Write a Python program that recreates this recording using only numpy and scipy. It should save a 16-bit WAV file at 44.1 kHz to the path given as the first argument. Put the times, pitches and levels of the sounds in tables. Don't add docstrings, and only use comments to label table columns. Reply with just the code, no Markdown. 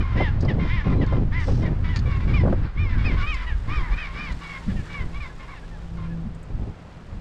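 import sys
import numpy as np
from scipy import signal
from scipy.fft import rfft, irfft
from scipy.io import wavfile
from scipy.ndimage import uniform_filter1d, minimum_filter1d

SR = 44100
rng = np.random.default_rng(int(sys.argv[2]) if len(sys.argv) > 2 else 0)


def log_audio(samples):
    frames = np.atleast_2d(samples).T
    limited = np.clip(frames, -1, 1)
    pcm = np.round(limited * 32767).astype(np.int16)
    wavfile.write(sys.argv[1], SR, pcm)


N = 317740
T = np.arange(N) / SR
BIN_HZ = np.fft.rfftfreq(N, 1 / SR)

# start in seconds, length in seconds, time to the crest in seconds, start pitch in Hz,
# crest pitch in Hz, end pitch in Hz, level in dB, fundamental in dB over level, overtones in dB over level,
# sidebands in dB, hoarseness 0-1.
HONKS = [ (0.155, .152, .066, 883, 1039, 819, -27.5, -9.5, -10.5, -14, 0.19),
         (0.478, 0.048, .003, 1066, 1037, 840, -28.5, -13, -7, -21, .15),
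         (0.677, 0.16, .066, 877, 1057, 852, -29, -9.5, -11.5, -9, 0.17),
         (0.919, 0.027, 0.03, 987, 1030, 1030, -34, -8, -12, -11, 0.15),
         (1.007, 0.051, .003, 1010, 1010, 825, -30, -12, -10.5, -14, 0.21),
         (1.308, 0.15, .068, 806, 1029, 850, -30, -10, -14, -7.5, .2),
         (1.652, 0.04, .003, 1010, 990, 910, -32, -8, -12, -19, 0.34),
         (1.875, 0.12, .022, 968, 995, 882, -36.5, -7.5, -8, -12, 0.3),
         (2.327, 0.1, .02, 1070, 1204, 988, -29, -8.5, -11, -15, 0.19),
         (2.761, 0.16, .054, 1020, 1214, 1000, -34, -8.5, -14.5, -11, .17),
         (2.916, 0.1, .005, 910, 880, 734, -38, -22, -19, -18, 0.23),
         (3.04, 0.094, .022, 1177, 1270, 1015, -27.5, -14, -14, -12, 0.17),
         (3.17, 0.071, .005, 750, 762, 696, -34.5, -21, -5.5, -19, 0.3),
         (3.205, 0.06, .048, 1085, 1161, 1160, -30.5, -2, -9, -6, 0.1),
         (3.257, 0.12, .043, 1215, 1256, 1008, -28, -6.5, -10, -14, 0.12),
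         (3.461, .085, .018, 928, 977, 794, -33, -13, -8.5, -20, 0),
         (3.669, 0.17, .083, 980, 1240, 1006, -33, 0, -10.5, -11, 0.4),
         (3.826, 0.11, .005, 1016, 1032, 809, -35.5, -3.5, -16, -13, 0.47),
         (3.905, 0.056, .046, 1040, 1210, 1190, -34.5, -2.5, -12, -6, 0.26),
         (3.958, .125, .045, 1118, 1264, 1103, -30.5, -12.5, -12, -8, 0.47),
         (4.128, 0.21, .105, 1050, 1213, 954, -33, -7, -10, -9, 0.36),
         (4.482, 0.115, .008, 1112, 1128, 1067, -35, -6, -12, -6, 0.39),
         (4.6, 0.065, .005, 960, 960, 876, -50, 1, -12, -21, 0),
         (4.698, .024, .003, 850, 864, 825, -38, -16, -7, -20, .1),
         (4.755, 0.07, .01, 897, 923, 830, -43, -17, -5, -18, 0.04),
         (4.934, 0.11, .008, 1138, 1162, 1004, -33, -8, -13, -4, .17),
         (5.126, 0.069, .05, 1027, 1148, 1110, -40, -1.5, -9, -4, 0.12),
         (5.197, 0.094, .008, 1184, 1183, 1004, -36, -6.5, -12, -8, 0.32),
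         (5.29, 0.034, .012, 800, 847, 830, -43.5, -10, -16, -20, .15),
         (5.469, 0.096, .037, 1004, 1135, 1000, -43, 1, -11, -10.5, 0.55),
         (5.549, 0.051, .005, 960, 942, 825, -42.5, -11, -5, -15, .15),
         (5.617, .045, .04, 768, 840, 825, -46.5, -14, -16, -22, 0.14),
         (5.703, 0.084, .02, 872, 910, 800, -49.5, -4, -15, -26, 0),
         (6.091, 0.059, .02, 826, 860, 815, -47.5, -7, -11, -27, .05), ]
# start in seconds, length in seconds, pitch in Hz, level in dB,
# fundamental in dB over level.
RASPS = [ (0.0, 0.019, 1212, -36.5, -2), (0.024, 0.15, 1050, -45, 4), (0.59, 0.1, 1047, -39, -1.5),
         (0.835, 0.074, 1060, -41.5, 1.5), (0.895, 0.048, 1037, -45, 6.5), (1.062, 0.12, 1044, -44, 5),
         (1.616, 0.045, 1035, -43, 1.5), (1.836, 0.043, 973, -39.5, -4.5), (2.053, 0.065, 1146, -43, -0.5),
         (2.104, 0.078, 1097, -41, -1), (2.193, .055, 1010, -43, -3.5), (2.27, 0.048, 1117, -40, -5),
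         (2.886, 0.066, 1008, -43.5, -3), (2.974, 0.087, 1108, -41, -7), (3.107, 0.048, 1040, -38.5, -3),
         (3.159, 0.062, 1090, -44, 3.5), (3.362, 0.082, 1011, -38.5, -4.5),
         (4.064, 0.075, 1070, -46.5, 1.5), (4.408, 0.076, 1131, -41, -1.5), (4.676, .04, 860, -47, -14),
         (4.828, 0.056, 900, -52.5, -1), (4.894, 0.053, 1141, -40.5, -6), (5.389, 0.064, 1066, -46.5, -1),
         (5.966, 0.048, 1070, -51.5, 4.5), (6.017, 0.057, 1045, -51.5, 5), ]
# frequency in Hz, gain in dB.
THROAT_SPECTRUM = [(600, -34.5), (950, -9), (1250, -4), (1550, -13), (1850, -4.5), (2300, 0), (2500, -8.5),
                   (2650, -4), (3100, -6.5), (3450, -10.5), (3750, -14), (4100, -19.5), (4600, -20),
                   (5350, -16.5), (5800, -35), (7600, -40.5), (9000, -50)]
# frequency in Hz, gain in dB.
GRIT_SPECTRUM = [(500, -32.5), (800, -2.5), (1050, 4), (1400, 0), (1650, 3.5), (1950, 1), (2350, -1),
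                 (2600, -9.5), (3100, -11), (3600, -5), (4100, -12), (5200, -15.5), (6000, -23),
                 (7500, -33.5), (10000, -62.5)]
REGISTER_BORDERS_HZ = [1350, 2430]
REGISTER_CLARITY = [2.6, 1.75, 1.2]
# start in seconds, length in seconds, pitch in Hz, level in dB.
PEEPS = [(0.925, .032, 4060, -56.5), (0.978, .036, 4010, -56)]

# time in seconds, slow pressure swings in dB, rumble in dB.
WIND_LEVELS = [(0, -25, -28), (.2, -26, -26), (.63, -26.5, -23), (.7, -21, -26), (.82, -27.5, -27),
               (.88, -23.5, -24.5), (1.4, -23.5, -23.5), (1.85, -24, -20.5), (2.62, -27, -27),
               (2.73, -32, -44), (2.8, -22, -24), (3.18, -20.5, -25), (3.42, -29, -44.5), (3.7, -30.5, -33),
               (4.06, -32, -49), (4.52, -43.5, -48), (4.9, -38.5, -41), (5.3, -37, -45.5),
               (5.55, -41, -50.5), (6.0, -33.5, -38), (6.42, -39.5, -43), (6.87, -51, -48),
               (7.2, -35.5, -40.5)]
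# start in seconds, length in seconds, rise of swings and rumble in dB, buffeting in dB.
GUSTS = [ (-0.03, 0.075, 3.5, -27.5), (0.137, 0.12, 4, -23.5), (0.256, 0.22, 2.5, -35),
         (0.413, 0.27, 0, -23.5), (0.837, 0.23, 1.5, -23.5), (1.096, 0.17, 2, -26), (1.453, .11, 3, -26.5),
         (1.563, 0.19, -2.5, -26), (2.028, 0.081, 3.5, -30.5), (2.222, 0.21, 3.5, -30),
         (2.368, 0.19, 4.5, -23.5), (2.543, 0.14, 4.5, -31.5), (2.79, 0.23, 0, -37.5),
         (3.027, 0.15, 0, -29), (3.494, 0.11, 8.5, -49), (3.645, .11, 6, -34.5), (3.743, 0.12, 9.5, -40.5),
         (3.873, .11, 10.5, -39), (4.11, 0.17, 1, -42), (4.26, 0.14, 10.5, -41.5),
         (4.647, 0.19, 15.5, -38.5), (4.986, 0.11, 10.5, -38.5), (5.113, 0.15, 7, -46),
         (5.635, 0.13, 3.5, -53), (5.965, 0.17, 2.5, -47), (6.223, .09, 7, -55), (6.48, 0.25, 14, -35.5),
         (7.1, 0.094, 6.5, -45), ]
# frequency in Hz, gain in dB.
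SWING_SPECTRUM = [(8, -7.5), (24, -2), (45, -2.5), (62, -6), (90, -33.5), (300, -71), (1000, -110)]
# frequency in Hz, gain in dB.
RUMBLE_SPECTRUM = [(30, -22.5), (60, -3.5), (78, -1), (100, -1), (128, -7.5), (170, -16.5), (250, -23),
                   (600, -59), (2000, -110)]
# frequency in Hz, gain in dB.
BUFFET_SPECTRUM = [(70, -10), (140, 4.5), (205, -1.5), (300, -6.5), (470, -13.5), (800, -22.5),
                   (1500, -37.5), (4000, -49.5), (12000, -84.5)]
# time in seconds, peak in dB, nominal length in seconds.
EDDIES = [(0.204, -13.5, 0.035), (0.452, -23.5, 0.026), (0.549, -27, 0.023), (0.867, -27, 0.027),
          (1.013, -28, 0.021), (1.123, -20.5, 0.037), (1.478, -21, 0.05), (2.062, -28, 0.011),
          (2.436, -18, 0.017), (2.452, -13.5, 0.026), (2.474, -18, 0.028), (2.527, -14, 0.016)]
# frequency in Hz, gain in dB.
EDDY_SPECTRUM = [(150, -26), (350, -3), (520, 9.5), (700, -0.5), (1000, -6.5), (1500, -12.5), (3000, -40),
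                 (8000, -50), (14000, -79.5)]
# time in seconds, peak in dB, nominal length in seconds.
BOOMS = [(2.435, -17.5, 0.12), (4.68, -17.5, 0.06), (4.728, -30, 0.13), (6.254, -26, 0.068),
         (7.138, -29.5, 0.048)]
# frequency in Hz, gain in dB.
BOOM_SPECTRUM = [(90, -47), (170, -4.5), (205, 7), (235, -4.5), (280, -23), (600, -40), (3000, -95)]

# time in seconds, peak in dB, low edge in Hz, high edge in Hz, squeak in dB.
TICKS = [(0.4085, -33, 4170, 6600, -32), (0.424, -41, 4500, 6400, -29), (0.45, -36, 4200, 5800, -37.5),
         (0.54, -47.5, 1800, 4500, -36), (1.064, -41, 2580, 7000, -32), (1.961, -26.5, 1620, 8000, -36),
         (1.97, -35, 1610, 8000, -36), (1.9908, -34.5, 2500, 7500, -37), (3.3425, -35, 3500, 9500, -25),
         (4.3235, -40, 2020, 8000, -24), (4.809, -47, 5500, 9500, -24), (6.348, -52.5, 5960, 10000, -12.5),
         (6.4306, -49.5, 6500, 10000, -12.5)]
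# frequency in Hz, gain in dB.
CRACK_SPECTRUM = [(1200, 5), (1800, 4.5), (3200, -5.5), (4600, 3), (5900, -11), (6900, -3.5), (7700, -26),
                  (9000, -38), (13000, -43)]
# frequency in Hz, gain in dB.
SQUEAK_SPECTRUM = [(5000, -37), (7500, -2), (8200, 1.5), (9000, -13), (11000, -21), (12500, -22),
                   (14500, -32.5)]

# time in seconds, level in dB.
MOTOR_LEVELS = [(3.7, -60), (4.1, -44), (4.6, -45), (5.1, -42), (5.4, -54), (6.19, -27), (6.48, -48.5),
                (6.9, -51), (7.2, -50)]
# multiple of the firing rate, level in dB.
MOTOR_ORDERS = [(1, 6), (2, -14.5), (3, -23)]

# frequency in Hz, gain in dB.
SEA_SPECTRUM = [(60, -6), (200, -4.5), (400, -6), (700, -7.5), (1050, -10.5), (1500, -14), (2200, -19),
                (3500, -26), (5000, -32.5), (7000, -40.5), (10000, -57.5), (14000, -82)]
# time in seconds, hiss in dB.
DRIFT_LEVELS = [(0, -77), (1.35, -78), (2.3, -71.5), (2.7, -79.5), (3.25, -70), (4.2, -68.5), (4.45, -64),
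                (4.9, -65.5), (5.1, -68), (5.75, -70.5), (6.3, -76), (7.2, -74)]
# frequency in Hz, gain in dB.
HISS_SPECTRUM = [(1500, 1.5), (3000, 3), (5000, -1), (6200, -5), (7300, -5), (8600, -9), (10300, -18),
                 (11500, -23.5), (12600, -20), (14500, -39)]
# time in seconds, level in dB.
SWISH_LEVELS = [(1.36, -76), (1.402, -58), (1.496, -53), (1.596, -59.5), (1.632, -59), (1.64, -64)]
# frequency in Hz, gain in dB.
SWISH_SPECTRUM = [(2000, -4), (4000, -1), (5500, 0.5), (7000, -10.5), (8500, -14), (10500, -31.5),
                  (14000, -52)]
# time in seconds, level in dB.
MURMUR_LEVELS = [(0, -42.5), (1.2, -53), (2.0, -44.5), (3.2, -45.5), (4.2, -44), (5.2, -50.5), (5.8, -63),
                 (7.2, -63)]
# frequency in Hz, gain in dB.
MURMUR_SPECTRUM = [(500, -25), (800, -2.5), (1100, 2.5), (1700, 1.5), (2250, -4.5), (2600, -9),
                   (3700, -14.5), (5000, -18.5), (8000, -63.5)]

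HONK_SAG_DB_PER_OCT, HONK_WIN_BACK_SHARE = 18.5, 0.54
HONK_ATTACK_S, HONK_SWELL_SHARE, HONK_RELEASE_S, HONK_TAIL_S = 0.011, 0.21, 0.027, 0.006
HONK_WOBBLE_OCT, HONK_WOBBLE_S = 0.008, 0.012
HONK_FALL_BEND = 0.9
RASP_ATTACK_S, RASP_RELEASE_S, RASP_TAIL_S = 0.009, 0.031, 0.019
RASP_FALL_OCT_PER_S, RASP_OVERTONE_DB, RASP_SIDEBAND_DB, RASP_HOARSE = 0.61, -8.5, -6, 0.55
SHRILL_FROM_HZ, SHRILL_FULL_HZ, SHRILL_PITCH_HZ, SHRILL_DB_PER_OCT = 3100, 5500, 1210, 32
DOUBLING_HZ = 1085
UNEVEN_DB = 3.5
RATTLE_HZ, RATTLE_DEPTH = 85.9, 0.17
GUST_EDGE_S = 0.028
CALM_BUFFET_DB, BUFFET_DB_PER_RUMBLE_DB = -28, 0.46
MOTOR_FIRING_HZ = 166.5
SEA_DB = -48.5
TOP_HZ = 14400


def undb(db):
    return 10 ** (np.asarray(db) / 20)


def unit(x):
    return x / np.sqrt(np.mean(x ** 2))


def curves(rows, t):
    time_s, *columns = np.transpose(rows)
    return [np.interp(t, time_s, column) for column in columns]


def response(points, hz):
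    point_hz, db = np.transpose(points)
    return undb(np.interp(np.log(np.maximum(hz, 1)), np.log(point_hz), db))


def noise(points):
    spectrum = rfft(rng.standard_normal(N)) * response(points, BIN_HZ)
    return unit(irfft(spectrum, N))


def wander(hz):
    spectrum = rfft(rng.standard_normal(N)) * np.exp(-(BIN_HZ / hz) ** 2)
    return unit(irfft(spectrum, N))


def steadied(x, seconds):
    power = uniform_filter1d(x ** 2, max(int(seconds * SR), 2))
    return x / np.sqrt(np.maximum(power, 0) + 1e-3)


def envelope(age_s, length_s, attack_s, release_s):
    return np.clip(np.minimum(age_s / attack_s, (length_s - age_s) / release_s), 0, 1)


def note(start_s, length_s):
    span = np.arange(max(int(start_s * SR), 0), min(int((start_s + length_s) * SR), N))
    return span, (span - span[0]) / SR


def penguins(line_count=17, honks_db=-3.2, rasps_db=-1):
    knots = rng.standard_normal((line_count, N // 200 + 2, 2)) @ np.array([1, 1j]) / np.sqrt(2)
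    flutter = signal.resample_poly(knots, 200, 1, axis=1)[:, :N]
    rattle_hz = RATTLE_HZ * (1 + 0.3 * flutter[0].real)
    rattle = unit(1 + RATTLE_DEPTH * np.sin(2 * np.pi * np.cumsum(rattle_hz) / SR))
    spectrum = rfft(noise(GRIT_SPECTRUM))
    register = np.searchsorted(REGISTER_BORDERS_HZ, BIN_HZ)
    grit = [unit(irfft(spectrum * (register == k), N)) * rattle
            for k in range(len(REGISTER_BORDERS_HZ) + 1)]
    source = flutter, grit
    honks = sum(honk(source, *row) for row in HONKS)
    rasps = sum(rasp(source, *row) for row in RASPS)
    return undb(honks_db) * honks + undb(rasps_db) * rasps


def honk(source, start_s, length_s, crest_s, start_hz, crest_hz, end_hz, level_db,
         fundamental_db, overtone_db, sideband_db, hoarse):
    full_s = length_s + HONK_TAIL_S
    span, age_s = note(start_s, full_s)
    rising = np.clip(age_s / max(crest_s, 0.001), 0, 1)
    falling = np.clip((age_s - crest_s) / max(length_s - crest_s, 0.005), 0, 1) ** HONK_FALL_BEND
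    slack_oct = np.log2(crest_hz / start_hz) * (1 - np.sin(rising * np.pi / 2))
    slack_oct = slack_oct + np.log2(crest_hz / end_hz) * np.sin(falling * np.pi / 2) ** 2
    wobble = np.interp(age_s, HONK_WOBBLE_S * np.arange(20), rng.standard_normal(20))
    pitch_hz = crest_hz * 2 ** (HONK_WOBBLE_OCT * wobble - slack_oct)
    sag_db = HONK_SAG_DB_PER_OCT * slack_oct
    attack_s = HONK_ATTACK_S + HONK_SWELL_SHARE * crest_s
    loudness = undb(level_db - sag_db) * envelope(age_s, full_s, attack_s, HONK_RELEASE_S)
    won_back_db = HONK_WIN_BACK_SHARE * sag_db
    harsh = 0.8 + 1.3 * (1 - rising) + 0.9 * falling ** 2
    return syrinx(source, span, pitch_hz, loudness, fundamental_db + won_back_db,
                  overtone_db + won_back_db, sideband_db, hoarse * harsh)


def rasp(source, start_s, length_s, hz, level_db, fundamental_db):
    full_s = length_s + RASP_TAIL_S
    span, age_s = note(start_s, full_s)
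    pitch_hz = hz * 2 ** (-RASP_FALL_OCT_PER_S * (age_s - length_s / 2))
    loudness = undb(level_db) * envelope(age_s, full_s, RASP_ATTACK_S, RASP_RELEASE_S)
    return syrinx(source, span, pitch_hz, loudness, fundamental_db, RASP_OVERTONE_DB,
                  RASP_SIDEBAND_DB, RASP_HOARSE)


def syrinx(source, span, hz, loudness, fundamental_db, overtone_db, sideband_db, hoarse,
           jitter=0.0071, top_sidebands_db=11, blur=0.66):
    flutter, grit = source
    cycles = 2 if hz.max() > DOUBLING_HZ else 3
    multiple = np.arange(cycles, 6 * cycles + 1)[:, None] / cycles
    low, high = multiple < 1.4, multiple > 2.4
    pitch_hz = hz * (1 + jitter * flutter[0, span].real)
    hoarse = np.clip(hoarse, 0, 0.95)

    rough = np.clip(blur * hoarse * multiple / 2, 0, 1)
    wavering = np.sqrt(1 - rough) + np.sqrt(rough) * flutter[1:len(multiple) + 1, span]
    turns = rng.random(multiple.shape) + multiple * np.cumsum(pitch_hz) / SR
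    lines = (wavering * np.exp(2j * np.pi * turns)).imag * np.sqrt(2)

    is_sideband = multiple % 1 > 0
    side_db = np.minimum(sideband_db + top_sidebands_db * high, 0) * is_sideband
    top = np.interp(multiple * pitch_hz, [SHRILL_FROM_HZ, SHRILL_FULL_HZ], [0, 1])
    shrill_db = top * SHRILL_DB_PER_OCT * np.log2(hz.max() / SHRILL_PITCH_HZ)
    gain = response(THROAT_SPECTRUM, multiple * hz) * undb(side_db + shrill_db)
    first, last = rng.standard_normal((2, len(multiple), 1))
    turn = np.linspace(0, np.pi, len(span))
    uneven_db = UNEVEN_DB * (first * np.cos(turn) + last * np.sin(turn))
    gain = gain * undb(uneven_db * (multiple > 2))

    voice = 0
    registers = (low, ~low & ~high, high)
    levels_db = (fundamental_db, 0, overtone_db)
    for register, db, air, clarity in zip(registers, levels_db, grit, REGISTER_CLARITY):
        share = gain * register
        tone = (share * lines).sum(0) / np.sqrt((share ** 2).sum(0))
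        grit_power = hoarse ** clarity
        mix = np.sqrt(1 - grit_power) * tone + np.sqrt(grit_power) * air[span]
        voice = voice + undb(db) * mix
    return np.bincount(span, voice * loudness, N)


def peeps():
    out = 0
    for start_s, length_s, hz, db in PEEPS:
        shape = envelope(T - start_s, length_s, RASP_ATTACK_S, RASP_ATTACK_S)
        out = out + undb(db) * shape * np.sin(2 * np.pi * hz * T)
    return out


def bank(x, delay_s=0.013, echo_db=-14):
    return undb(echo_db) * np.interp(T - delay_s, T, x, left=0)


def rocks(x, t60_s=0.52, first_s=0.03, wet_db=-14):
    tail = noise([(500, 8.5), (2200, -12.0), (7000, -6.0)])
    tail = tail * undb(-60 * T / t60_s) * (T > first_s)
    impulse = tail[:SR] / np.sqrt(np.sum(tail ** 2))
    return undb(wet_db) * signal.fftconvolve(x, impulse)[:N]


def wind():
    swing_db, rumble_db = curves(WIND_LEVELS, T)
    rise_db = 0
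    buffet_gain = undb(CALM_BUFFET_DB + BUFFET_DB_PER_RUMBLE_DB * rumble_db)
    for start_s, length_s, gust_db, buffet_db in GUSTS:
        gust = envelope(T - start_s, length_s, GUST_EDGE_S, GUST_EDGE_S)
        rise_db = rise_db + gust_db * gust
        buffet_gain = np.maximum(buffet_gain, undb(buffet_db) * gust)
    swing = steadied(noise(SWING_SPECTRUM), 0.08)
    rumble = steadied(noise(RUMBLE_SPECTRUM), 0.04)
    puffs = unit(1 + 0.3 * np.abs(swing + rumble)) * undb(1.46 * wander(39))
    slow = swing * undb(swing_db + 0.97 * wander(15))
    slow = slow + rumble * undb(rumble_db + 2.4 * wander(24))
    turbulence = steadied(noise(BUFFET_SPECTRUM), 0.046) * puffs * buffet_gain
    whirls = eddies(EDDIES, EDDY_SPECTRUM, gain_db=-6.5) + eddies(BOOMS, BOOM_SPECTRUM, gain_db=-5.0)
    return slow * undb(rise_db + 0.07) + turbulence + whirls


def eddies(rows, spectrum, gain_db):
    burst, shape = steadied(noise(spectrum), 0.012), 0
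    for time_s, db, length_s in rows:
        age = np.maximum(T - time_s + 0.0022, 0) / max(length_s / 5, 0.002)
        shape = shape + undb(db + gain_db) * age * np.exp(1 - age)
    return burst * shape


def ticks(decay_s=0.0072, rise_s=0.00087):
    crack = steadied(noise(CRACK_SPECTRUM), 0.004)
    squeak = steadied(noise(SQUEAK_SPECTRUM), 0.003)
    out = np.zeros(N)
    for time_s, db, low_hz, high_hz, squeak_db in TICKS:
        span, _ = note(time_s - 0.01, 0.08)
        band_pass = signal.butter(2, sorted([low_hz, high_hz]), "band", fs=SR, output="sos")
        band = signal.sosfilt(band_pass, crack[span])
        slope_s = np.where(T[span] < time_s, rise_s, decay_s)
        shape = np.exp(-np.abs(T[span] - time_s) / slope_s)
        out[span] += (band + squeak[span] * undb(squeak_db + 6)) * undb(db) * shape
    return out


def motor():
    level_db, = curves(MOTOR_LEVELS, T)
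    firing_hz = MOTOR_FIRING_HZ * (1 + 0.01185 * wander(5.94))
    phase = 2 * np.pi * np.cumsum(firing_hz) / SR
    hum = sum(undb(db) * np.sin(multiple * phase) for multiple, db in MOTOR_ORDERS)
    fade_in = np.interp(T, [3.6, 4.1], [0, 1])
    return unit(hum) * undb(level_db - 2.0 + wander(14.0)) * fade_in


def shore():
    hiss_db, = curves(DRIFT_LEVELS, T)
    swish_db = np.interp(T, *np.transpose(SWISH_LEVELS), left=-np.inf, right=-np.inf)
    sea = noise(SEA_SPECTRUM) * undb(SEA_DB + 0.95 * wander(9.7))
    grains = undb(1.7 * wander(250))
    hiss = noise(HISS_SPECTRUM) * undb(hiss_db + 11.5)
    swish = noise(SWISH_SPECTRUM) * undb(swish_db + 4.5)
    return sea + grains * (hiss + swish)


def murmur(swell_db=3.0):
    level_db, = curves(MURMUR_LEVELS, T)
    return noise(MURMUR_SPECTRUM) * undb(level_db - 4 + swell_db * wander(15))


def scene():
    birds = penguins() + peeps()
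    near = birds + bank(birds) + rocks(birds)
    return (near + wind() + ticks() + motor() + shore() + murmur())[None]


def record(dry):
    peak = -minimum_filter1d(-np.abs(dry), 400, axis=-1)
    gain = uniform_filter1d(np.minimum(1, 0.33 / (peak + 1e-9)), 400, axis=-1)
    low_pass = signal.ellip(8, 0.2, 70, TOP_HZ, fs=SR, output="sos")
    return signal.sosfilt(low_pass, dry * gain)


dry = scene()
out = record(dry)
log_audio(out)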